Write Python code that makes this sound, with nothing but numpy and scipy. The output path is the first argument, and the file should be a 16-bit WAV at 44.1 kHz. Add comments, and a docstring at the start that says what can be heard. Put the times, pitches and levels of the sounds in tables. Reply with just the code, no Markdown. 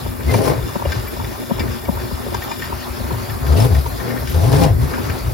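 """A motor hums and hisses close by in a small room: an electric drain machine spinning its coiled steel cable.
The frame rumbles and thumps, the hollow drum rattles and knocks, short thin tones sound near 12 kHz, and the
cable ticks on steel. Four times the cable is pushed into the pipe: its coils judder through the glove in an
uneven low wave, with rubbing coloured by the pipe's air column. Steady layers are shaped noise and excited
resonances; single blows are dying modes and noise snaps, and the walls answer with a short tail."""
import sys
import numpy as np
from scipy import signal
from scipy.fft import rfft, irfft, next_fast_len
from scipy.io import wavfile
from scipy.ndimage import uniform_filter1d, map_coordinates

SR = 44100
rng = np.random.default_rng(int(sys.argv[2]) if len(sys.argv) > 2 else 0)


def store_pcm(level_fs):
    """Save levels as 16-bit WAV."""
    pcm = np.round(np.clip(level_fs, -1, 1) * 32767).astype(np.int16)
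    wavfile.write(sys.argv[1], SR, np.atleast_2d(pcm).T)


N = 235273
T = np.arange(N) / SR  # time of each sample [s]

# The running cable: (time [s], frame rumble [dB], rattle [dB], scrape [dB])
RUNNING_LEVELS = [(0.0, -31, -35, -34.5), (0.11, -23.5, -31.5, -35), (0.15, -25, -31.5, -37.5),
                  (0.22, -26, -27.5, -38), (0.6, -24, -29, -35), (0.8, -34, -32.5, -34),
                  (0.93, -22, -28.5, -33.5), (1.01, -28.5, -34.5, -33), (1.1, -30.5, -32, -34.5),
                  (1.45, -33.5, -34.5, -34.5), (1.64, -22, -24.5, -35.5), (1.83, -30.5, -36, -34.5),
                  (1.95, -27, -31, -34.5), (2.22, -30.5, -30.5, -34), (2.39, -24, -32, -33.5),
                  (2.5, -34, -32, -34), (2.64, -28.5, -32, -33.5), (2.8, -35, -36.5, -34.5),
                  (3.13, -26.5, -28.5, -32), (3.33, -27, -32, -33), (3.9, -24.5, -35, -32.5),
                  (4.1, -31, -29.5, -31.5), (4.25, -26, -30.5, -34), (4.75, -15.5, -30, -38),
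                  (5.04, -25, -25, -29.5), (5.2, -26, -28.5, -33.5), (5.33, -19, -32.5, -32.5)]
# One list per push: (time [s], coils passing [Hz], judder [dB], rub [dB], rasp [dB])
CABLE_PUSHES = [
    [(0.24, 72.3, -22, -39, -46), (0.262, 74.4, -18, -36, -38), (0.296, 78, -14.5, -24, -34),
     (0.312, 90, -28, -24, -29.5), (0.325, 102, -13, -20, -29), (0.342, 110.6, -23, -18, -26),
     (0.358, 114, -6, -19, -28.5), (0.38, 101.4, -24, -20, -28), (0.398, 104, -17, -18.5, -33),
     (0.42, 118.3, -31, -18.5, -31), (0.446, 130.5, -34, -18, -27.5), (0.485, 131.8, -24, -15, -25.5),
     (0.53, 136.4, -22, -17.5, -35), (0.56, 130, -34, -25.5, -54), (0.59, 108.9, -22, -30.5, -51),
     (0.62, 99, -26, -39, -52)],
    [(3.42, 68.3, -11, -40, -50), (3.465, 69.7, -22, -32, -42), (3.49, 70.3, -12, -26.5, -48),
     (3.525, 71.1, -6.5, -23.5, -34), (3.55, 82, -13, -24, -41), (3.575, 99.9, -11, -19.5, -26),
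     (3.606, 109.8, -6, -18.5, -27.5), (3.632, 116.4, -11, -20.5, -28), (3.66, 123, -8.5, -16, -28),
     (3.685, 117, -19, -30, -37), (3.718, 86.3, -9, -24, -41), (3.75, 73.9, -9.5, -29, -34),
     (3.775, 72, -11, -24.5, -37), (3.797, 70.7, -8.5, -32, -35), (3.815, 70.3, -21, -41, -55),
     (3.86, 69.5, -23, -37, -39), (3.89, 68.7, -20, -40, -29)],
    [(3.97, 90.5, -45, -35, -48), (4.005, 96.5, -39, -32, -54), (4.045, 111, -33, -29, -48),
     (4.09, 120.9, -26, -29, -52), (4.165, 123.4, -31, -27.5, -42), (4.195, 121.4, -32, -38, -47),
     (4.23, 117.5, -42, -36, -43)],
    [(4.245, 70, -34, -46, -46), (4.275, 70.2, -31, -46, -38), (4.297, 71, -12, -46, -32),
     (4.32, 72, -25, -44, -33), (4.348, 74.5, -9, -26, -32), (4.375, 78.7, -9.5, -27.5, -36),
     (4.408, 81, -13, -25, -33), (4.456, 112.8, -7.5, -22, -29.5), (4.49, 126, -9.5, -21, -31),
     (4.51, 128.6, -20, -20.5, -32), (4.53, 136, -13, -17, -26), (4.548, 143.4, -12, -15.5, -26.5),
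     (4.59, 155.5, -16, -18.5, -27), (4.612, 161, -12.5, -16.5, -27), (4.64, 162.7, -17.5, -12, -24),
     (4.67, 160, -14, -17.5, -33), (4.7, 120.8, -13.5, -24, -39), (4.73, 90.6, -12, -34, -52),
     (4.78, 75, -34, -50, -57), (4.82, 71.6, -24, -32, -34), (4.845, 71, -8, -42, -36),
     (4.89, 67.5, -20, -48, -42), (4.95, 64.3, -40, -37, -43)],
]
# Colour of each push: (upper pipe tones [dB], edge above them [dB], overtones of the judder [dB])
PUSH_COLOURS = [(0, -1, 1.5), (0, -2, -1.5), (0, 8, 15), (2, 0.5, -3.5)]
# Blows of the drum: (time [s], level [dB], low thud [dB], middle ring [dB], hard edge [dB])
DRUM_KNOCKS = [(0.06, -22, -11.5, -17, -9), (0.194, -30, -8, -5, -11), (0.203, -33, -14, -12, -6),
               (0.339, -18, -22, -3, -6), (0.376, -25, -8, -3, -17), (0.585, -36, -17, -14, -1),
               (0.754, -20.5, -7, -5, -5), (0.795, -37, -17, -4, 5), (0.818, -32.5, -13, -5, 5.5),
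               (0.852, -19.5, -12.5, -3.5, -8.5), (1.165, -32, -9, -6, -2), (1.196, -29, -15, -16, 1),
               (1.496, -32, -22, 1, -10), (1.21, -34, -17, -6, -4), (1.507, -20.5, -2, -2.5, -4),
               (1.583, -36, -14, -11, 4), (1.884, -21.5, -2, -2.5, -6.5), (1.969, -33, -17, -3.5, 2.5),
               (2.109, -24.5, -11, -15, -12), (2.262, -19.5, -24, -13, -20), (2.281, -22, -28, -22, -21),
               (2.32, -28, -14, -5, -10), (2.343, -22, -18, -19, -2.5), (2.514, -31, -18, -17, 0),
               (2.695, -29, -14, -8, -5), (2.723, -24.5, -16, -16, -3.5), (2.876, -32.5, -10, -5.5, -9),
               (3.001, -31, -6, -3, -11), (3.065, -39, -4, -11, -5), (3.106, -26, -7.5, -22, -2),
               (3.138, -33.5, -22, 0.5, 2), (3.858, -30.5, -14, -12, 2), (4.04, -25, -17, -21, -16),
               (4.148, -38, -19, -15, 1), (4.224, -29, -25, -3, -6), (4.826, -25.5, -16, -19, -8.5),
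               (4.978, -27.5, -11, -8, -2.5)]
# Modes of the hollow drum: (frequency [Hz], level [dB], T60 when struck [s])
DRUM_MODES = [(220, 19, 0.035), (386, 1, 0.03), (580, 8, 0.02), (690, 2, 0.016), (810, 0, 0.014),
              (925, 10, 0.024), (1080, -1, 0.014), (1320, -5, 0.018)]
# Rocking of the frame: (time [s], level [dB], pitch [Hz])
FRAME_THUMPS = [(0.082, -13, 80), (0.627, -11, 66), (0.869, -6.5, 75), (0.963, -8.5, 112),
                (1.588, -15.5, 77.5), (1.882, -13, 73), (2.129, -12, 70.6), (2.734, -15.5, 66),
                (2.903, -16, 66.6), (3.036, -16, 77), (3.128, -14.5, 111), (5.099, -9, 82)]
# Cable on steel: (time [s], level [dB], brightness [dB], pitch that stands out [Hz])
CABLE_TICKS = [(0.2044, -23.5, -26, 1420), (0.3401, -14.5, -8, 2370), (0.852, -21, -10, 2830),
               (0.9195, -11.5, -4, 1490), (1.073, -23, -20, 2200), (1.2441, -19, -5, 3270),
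               (1.5948, -14, -2, 2550), (1.606, -19, -22, 2070), (1.6776, -23.5, -10, 1800),
               (1.8522, -26, -4, 2240), (2.3446, -21.5, 3.5, 1510), (2.4214, -19, -12, 1820),
               (2.5152, -18, -16, 2350), (2.6214, -17.5, -20, 1800), (2.642, -22, -20, 1550),
               (2.66, -28, -16, 2070), (2.793, -30, -25, 1820), (2.826, -25.5, -24, 1810),
               (3.2974, -20, -8, 1800), (3.4655, -20, -4, 1570), (3.5224, -27, 7, 1780),
               (3.6007, -23.5, 8, 5370), (3.7489, -18.5, -7, 1750), (3.9993, -21, -18, 1830),
               (4.104, -24, -18, 1820), (4.173, -20.5, -20, 1820), (4.2732, -20, -1, 1710),
               (4.5276, -22, 6, 1550), (4.6189, -23, -1, 2340), (4.636, -14, 2, 2620),
               (4.937, -18, -22, 1560), (5.0974, -15.5, -8, 1590)]
# Modes of the steel: (frequency [Hz], level [dB], T60 when struck [s])
STEEL_MODES = [(1550, -8, 0.075), (1827, -5, 0.045), (2070, -10.5, 0.13), (2342, -5.5, 0.063),
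               (2823, -7.5, 0.042), (3525, -5, 0.028), (4920, -5, 0.076), (5290, -6, 0.032),
               (7050, -7, 0.044)]
# Short thin tones near 12 kHz: (time [s], level [dB], upper tone over the lower [dB])
THIN_TONES = [(0.19, -49, 5), (1.073, -29.5, -9), (1.48, -40, -4), (1.68, -42, -6), (1.83, -42, 0),
              (1.875, -42, 0), (1.91, -40, -4), (1.945, -39, -4), (2.4249, -32, -5), (2.576, -37, -5),
              (2.6329, -35, -15), (3.2994, -38, 2), (3.463, -35, -4), (3.635, -42, 6), (3.803, -36, -10),
              (3.882, -41, 5), (4.085, -42, 2), (4.182, -35.5, 1), (4.292, -38, 5), (4.3495, -40, 3),
              (4.875, -44, 4)]
# The lower and upper thin tone: (frequency [Hz])
TONE_PITCHES = [11820, 12240]
# A short squeal early in the first push: (time [s], length [s], frequency [Hz], level [dB])
PUSH_CREAK = (.278, .06, 2080, -25)
# Magnetic hum of the motor: (frequency [Hz], level [dB], wavering [dB])
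HUM_TONES = [(120, -44.5, 3), (241, -33, 3), (360, -36.5, 1.3), (596, -45, 2.5)]
# Noise colours, before levelling to rms 1: (frequency [Hz], relative gain [dB])
RUMBLE_COLOUR = [(12, -120), (25, -45), (40, -10.5), (55, 0), (75, -1.5), (120, -3), (160, -13.5),
                 (230, -26), (500, -120)]
RATTLE_COLOUR = [(50, -120), (120, -22), (200, 1.5), (300, 5.5), (450, -2.5), (650, -10), (1000, -13),
                 (1400, -14), (2500, -19), (5000, -120)]
SCRAPE_COLOUR = [(200, -120), (500, 3), (1000, 5.5), (1400, 1.5), (2000, -6), (3000, -9), (5300, -6.5),
                 (5700, -13.5), (7000, -11.5), (9000, -33.5), (10500, -26), (14000, -120)]
HISS_COLOUR = [(2500, -120), (5000, -30), (7200, -8), (8200, -2), (9300, 0), (10500, -3), (12000, -4),
               (14000, -7), (16000, -7)]
RUB_COLOUR = [(60, -120), (130, 8), (200, -7), (300, -0.5), (450, -5.5), (650, -5), (1080, -8.5),
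              (1200, -12), (2200, -17), (5000, -120)]
RASP_COLOUR = [(500, -120), (1200, -3), (2000, -3), (3000, -2), (4600, -2.5), (5250, -1.5), (5600, -5.5),
               (7500, -6.5), (9300, 5.5), (10500, -9), (16000, -12)]
# Air column of the pipe: (frequency [Hz], width [Hz], gain [dB])
PIPE_RESONANCES = [(278, 51, 3), (417, 60, 2), (516, 45, 2), (617, 19, 1), (679, 16, 6), (808, 17, 4),
                   (894, 53, -10), (1045, 21, -2.5)]
# Likeness of the two microphone ports: (frequency [Hz], likeness [0 to 1])
PORT_LIKENESS = [(60, 0.96), (140, 0.92), (300, 0.88), (700, 0.18), (3000, 0.48), (5000, 0.45),
                 (7000, 0.76), (8200, 1), (9400, 1), (10500, 0.1), (12200, 0.99), (12900, .9999)]
# Phase between the ports: (frequency [Hz], phase [rad])
PORT_PHASE = [(60, 0.24), (150, 0.44), (200, -2.5), (270, -2.5), (330, -3.6), (400, -5.6), (580, -5.8),
              (690, -6.3), (800, -7.7), (925, -8.3), (1050, -8.2), (1250, -8.7), (1550, -7.7), (1800, -6.1),
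              (2300, -5.9), (2800, -5.4), (3500, -5.7), (5000, -5.7), (6500, -7.5), (8000, -9.1),
              (9400, -9.6), (11000, -10.9), (12000, -11.9), (13000, -12.57)]
# Level tilt between the ports: (frequency [Hz], left over right [dB])
PORT_TILT = [(60, 4), (92, 3.5), (150, 3), (200, 9), (260, 3), (330, -1), (400, -3), (480, 0), (580, -2),
             (690, 0), (925, 1), (1250, 3), (1800, 1), (2800, 4), (5000, 4), (6500, 3.5), (9000, 0),
             (15000, 0)]
# Decay of the room: (frequency [Hz], T60 [s])
ROOM_DECAY = [(200, 0.093), (2000, 0.03), (10000, 0.16)]

SING_DB, SING_SWING_DB = -7, 1  # singing steel over the scrape; its random swing
REGRIP_S, DAMPED_DB = 2.67, -10  # the glove shifts its hold and damps the singing from then on
HISS_DB, HISS_RISE_DB_PER_S, HISS_FOLLOWS = -37.5, 0.02, 0.29  # base level, drift, share of the scrape's swings
CRACK_DB, CRACK_T60_S = -2, 0.025  # dull rattle at the start of a knock
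PRESS_S = 0.007  # the cable stays on the drum this long and keeps it ringing
FAVOUR_DB, FAVOUR_WIDTH = 10, 0.13  # lift of the modes near the point of contact; its reach in log pitch
UPPER_HZ, EDGE_HZ = 487, 1300  # where the upper pipe tones and the edge begin
CRACKLE_DB = 3.2  # grit of the glove breaks the rubbing into grains
SHAKE_DB = -15  # loose shaking of the frame, relative to the judder
RUB_LEFT_DB = 5  # the pipe mouth lies to the left
TOP_HZ = 15900  # band limit


def amp(db):
    """Gain of a level in dB."""
    return 10 ** (np.asarray(db) / 20)


def unit(x):
    """x at rms 1."""
    return x / np.sqrt(np.mean(np.abs(x) ** 2) + 1e-20)


def along(points, hz):
    """(Hz, value) points read on a log frequency axis."""
    f, v = np.transpose(points)
    return np.interp(np.log(hz + 1), np.log(f + 1), v)


def curves(rows):
    """One value per sample for each column after the time."""
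    s, *cols = np.transpose(rows)
    return [np.interp(T, s, c) for c in cols]


def wobble(rate):
    """A smooth random curve with rate knots a second."""
    knots = rng.standard_normal(int(N * rate / SR) + 4)
    return map_coordinates(knots, [T * rate])


def filtered(x, response):
    """x times a complex response of frequency."""
    m = next_fast_len(N + SR // 2)
    return irfft(rfft(x, m) * response(np.fft.rfftfreq(m, 1 / SR)), m)[..., :N]


def rush(colour, patchy_db, grit_db):
    """Two unrelated noises sharing patches of gain and a gritty flutter, together at rms 1."""
    z = signal.stft(rng.standard_normal((2, N)), nperseg=512)[2]
    field = uniform_filter1d(rng.standard_normal(z.shape[1:]), size=6, axis=0)
    field = uniform_filter1d(field, size=8, axis=1)
    pair = signal.istft(z * amp(patchy_db * unit(field)), nperseg=512)[1][:, :N]
    pair = pair * amp(grit_db * (wobble(150) + wobble(22.02)))
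    return unit(filtered(pair, lambda hz: amp(along(colour, hz))))


def steady(x, span_s):
    """x with its slow chance swells levelled out."""
    power = uniform_filter1d(np.sum(x ** 2, axis=-2, keepdims=True), size=int(span_s * SR))
    return unit(x / np.sqrt(np.abs(power) + 1e-9))


def struck(events, ring, length):
    """The sum of ring(t, columns) started at each event, with its level."""
    out, t = np.zeros(N + SR), np.arange(int(length * SR)) / SR
    for s, db, *cols in events:
        out[round(s * SR):][:len(t)] += amp(db) * ring(t, *cols)
    return out[:N]


def modes(table, t, tilt_db, attack, hold=0):
    """Modes that die after a hold, at slightly new strengths and pitches for each blow."""
    draw = rng.standard_normal((len(table), 2))
    free = np.clip(t - hold, 0, None)
    total = np.zeros(len(t))
    for (hz, db, t60), (strength, detune) in zip(table, draw):
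        decay = amp(db + tilt_db(hz) + 1.5 * strength - 60 * free / t60)
        total += decay * np.sin(2 * np.pi * hz * (1 + 0.02 * detune) * t)
    return total * (1 - np.exp(-t / attack))


def excited(table, rate, widen):
    """Many small irregular contacts ring the modes of a table, their widths scaled by widen."""
    hits = rng.random((2, N)) < rate / SR
    taps = hits * rng.standard_normal((2, N)) * amp(2.0 * wobble(25.0))

    def body(f):
        total = 0
        for k, (hz, db, t60) in enumerate(table):
            damping = 1j * f * widen / t60
            total = total + (-1) ** k * amp(db) * damping / (hz * hz - f * f + damping)
        return total
    return unit(filtered(taps, body))


def shaking():
    """Low rumble of the frame, more even than plain noise."""
    rumble = rush(RUMBLE_COLOUR, patchy_db=1.5, grit_db=1.0)
    size = np.abs(signal.hilbert(rumble[0], next_fast_len(N))[:N])
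    return unit(rumble / (size + 1.0) ** 0.17)


def hum():
    """Magnetic hum: steady tones near multiples of 120 Hz, wavering at random in level and phase."""
    total = np.zeros(N)
    for hz, db, waver_db in HUM_TONES:
        level = amp(db + waver_db * wobble(9.9))
        total += level * np.sin(2 * np.pi * hz * T + 0.4 * waver_db * wobble(11))
    return total


def machine():
    """Frame rumble, cable rattle in the drum, scraping with singing steel modes, and air hiss."""
    rumble_db, rattle_db, scrape_db = curves(RUNNING_LEVELS)
    damped_db = DAMPED_DB * np.clip((T - REGRIP_S) / 0.032, 0, 1)
    sing_db = scrape_db + SING_DB + SING_SWING_DB * wobble(15) + damped_db
    hiss_db = HISS_DB + HISS_RISE_DB_PER_S * T + HISS_FOLLOWS * (scrape_db - scrape_db.mean())
    rattle = rush(RATTLE_COLOUR, patchy_db=2.0, grit_db=1.36)
    rattle = rattle + amp(-11.5) * excited(DRUM_MODES, rate=78, widen=0.86)
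    scrape = rush(SCRAPE_COLOUR, patchy_db=2.5, grit_db=0.6)
    singing = excited(STEEL_MODES, rate=1200, widen=2.4)
    hiss = rush(HISS_COLOUR, patchy_db=0.6, grit_db=0.4)
    return (amp(rumble_db + 2.25 * wobble(13)) * shaking()
            + amp(rattle_db + 0.44 * wobble(2.8)) * rattle
            + amp(scrape_db + 1.24 * wobble(12)) * scrape
            + amp(sing_db) * singing
            + amp(hiss_db) * hiss)


def knocks():
    """The hollow drum cracks and rings briefly; its lowest mode enters a few milliseconds after the others."""
    def ring(t, thud_db, ring_db, edge_db):
        def shell_tilt_db(hz):
            return edge_db * (hz > 750) + ring_db * (500 < hz < 750)

        shell = modes(DRUM_MODES[1:], t, shell_tilt_db, attack=0.001, hold=PRESS_S)
        late = np.clip(t - 0.007, 0, None)
        thud = modes(DRUM_MODES[:1], late, lambda hz: thud_db, attack=0.0041, hold=0.004)
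        dull = rng.standard_normal(len(t))
        for _ in range(3):  # soft contact: little above 1 kHz
            dull = uniform_filter1d(dull, size=22)
        dull = unit(dull - uniform_filter1d(dull, size=90))
        crack = amp(CRACK_DB - 60 * t / CRACK_T60_S) * (1 - np.exp(-t / 0.0024)) * dull
        return crack + shell + thud
    return struck(DRUM_KNOCKS, ring, 0.12)


def thumps():
    """The frame rocks for a few cycles: a low sine that dies away."""
    def rock(t, hz):
        return amp(-60 * t / 0.15) * (1 - np.exp(-t / 0.0036)) * np.sin(2 * np.pi * hz * t)
    return struck(FRAME_THUMPS, rock, 0.25)


def thin_tones():
    """Short thin tones near 12 kHz: a slightly rough pair that rises and fades within hundredths of a second."""
    def ring(t, upper_db):
        rough = uniform_filter1d(rng.standard_normal((2, len(t))), size=120, axis=1)
        tones = np.sin(2 * np.pi * np.outer(TONE_PITCHES, t))
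        low, high = (0.85 + 0.3 * unit(rough)) * tones
        swell = (t / 0.013 * np.exp(1 - t / 0.013)) ** 2
        return swell * (low + amp(upper_db) * high)
    return struck(THIN_TONES, ring, 0.079)


def ticks():
    """A short broad snap and the steel modes; the point of contact favours those near one pitch."""
    def ring(t, bright_db, near_hz):
        white = 1.4 * uniform_filter1d(rng.standard_normal(len(t)), size=4)  # little above 8 kHz
        smooth = uniform_filter1d(white, size=9)
        dull, bright = smooth - uniform_filter1d(white, size=40), white - smooth
        snap = amp(3 - 60 * t / 0.04) * dull + amp(1 + bright_db - 60 * t / 0.033) * bright

        def tilt_db(hz):
            favour_db = FAVOUR_DB * np.exp(-(np.log(hz / near_hz) / FAVOUR_WIDTH) ** 2)
            return (bright_db + 0.5) * (hz > 3200) + favour_db

        steel = modes(STEEL_MODES, t, tilt_db, attack=0.001, hold=0.007)
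        return amp(-5) * snap + amp(-14.5) * steel
    return struck(CABLE_TICKS, ring, 0.1)


def during(rows):
    """1 inside the span of a table, with short fades."""
    return np.clip(np.minimum(T - rows[0][0], rows[-1][0] - T) / 0.018, 0, 1)


def pipe_ranges(f):
    """Standing waves of the pipe's air column, split into low tones, upper tones and edge."""
    column = 0.4
    for hz, width, db in PIPE_RESONANCES:
        column = column + amp(db) / (1 + ((f - hz) / width * 2) ** 2)
    return column * np.array([[f < UPPER_HZ], [(f >= UPPER_HZ) & (f < EDGE_HZ)], [f >= EDGE_HZ]])


def pushes():
    """Coils pass in turn: an uneven low wave at the passing rate.

    Rubbing and rasping friction follow their own levels, with a barely felt ripple at the passing rate.
    """
    wave, rough, rubbing = np.zeros(N), np.zeros((2, N)), np.zeros((2, N))
    shake = shaking()
    grains = rush(RUB_COLOUR, patchy_db=0.8, grit_db=0) * amp(CRACKLE_DB * wobble(220))
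    rasp = steady(rush(RASP_COLOUR, patchy_db=2.0, grit_db=1.4), span_s=0.03)
    low, upper, edge = unit(filtered(grains, pipe_ranges)) / np.sqrt(3)
    for rows, (upper_db, edge_db, overtone_db) in zip(CABLE_PUSHES, PUSH_COLOURS):
        rub = steady(low + amp(upper_db) * upper + amp(edge_db) * edge, span_s=0.025)
        hz, judder_db, rub_db, rasp_db = curves(rows)
        gate = during(rows)
        phase = 2 * np.pi * np.cumsum(hz * (1 + 0.035 * wobble(45))) / SR
        overtones = (amp(-13.5) * np.cos(2 * phase) + amp(-18.5) * np.sin(3 * phase)
                     + amp(-19.5) * np.cos(4 * phase))
        shape = np.sin(phase) + amp(overtone_db) * overtones
        wave += gate * amp(judder_db + 1.2 * wobble(40)) * shape
        ripple = 1 + 0.043 * np.cos(phase + 1.5)
        rubbing += gate * ripple * amp(rub_db) * rub
        rough += gate * (ripple * amp(rasp_db) * rasp + amp(judder_db + SHAKE_DB) * shake)
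    return wave * [[1], [0.3]] + rough, rubbing


def creak():
    """One rough tone that swells and stops, jittered in level and phase."""
    s, length, hz, db = PUSH_CREAK
    progress = np.clip((T - s) / length, 0, 1)
    level = amp(db + 1.6 * wobble(119)) * np.sin(np.pi * progress)
    return level * np.sin(2 * np.pi * hz * T + 1.2 * wobble(142.0))


def room(x):
    """Each frequency of the walls' answer dies at its own speed."""
    hz, t, z = signal.stft(rng.standard_normal((2, SR // 3)), SR, nperseg=256)
    decay = amp(-60 * t / along(ROOM_DECAY, hz)[:, None])
    tail = signal.istft(z * decay, SR, nperseg=256)[1]
    return signal.fftconvolve(x[None], tail / np.linalg.norm(tail[0]), axes=1)[:, :N]


def ports(pair):
    """Two microphone ports: a shared and an unshared part, a phase turn and a level tilt between them."""
    def shares(hz):
        angle = np.arccos(np.clip(along(PORT_LIKENESS, hz), 0, 1)) / 2
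        return np.array([np.cos(angle), np.sin(angle)])

    def turn_and_tilt(hz):  # half to each side
        left = amp(along(PORT_TILT, hz) / 2) * np.exp(0.5j * along(PORT_PHASE, hz))
        return np.array([left, 1 / left])

    same, other = filtered(pair, shares)
    return filtered(np.array([same + other, same - other]), turn_and_tilt)


def scene():
    """Everything reaches the ports; knocks, ticks, thin tones and creak also come back from the walls."""
    echoed = knocks() + ticks() + thin_tones() + creak()
    direct = echoed + thumps() + hum()
    judder, rubbing = pushes()
    around = machine() + judder + direct * [[1], [0.3]] + amp(-9.0) * room(echoed)
    to_left = amp([[RUB_LEFT_DB / 2], [-RUB_LEFT_DB / 2]])
    return ports(around) + to_left * ports(rubbing)


def record(dry):
    """Peaks are rounded off softly; the deepest bass is cut and nothing is kept above the band limit."""
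    soft = dry / (1 + np.abs(dry / 0.95) ** 6) ** (1 / 6)
    return filtered(soft, lambda hz: (hz < TOP_HZ) / np.sqrt(1 + (42 / (hz + 1)) ** 6))


dry = scene()
out = record(dry)
store_pcm(out)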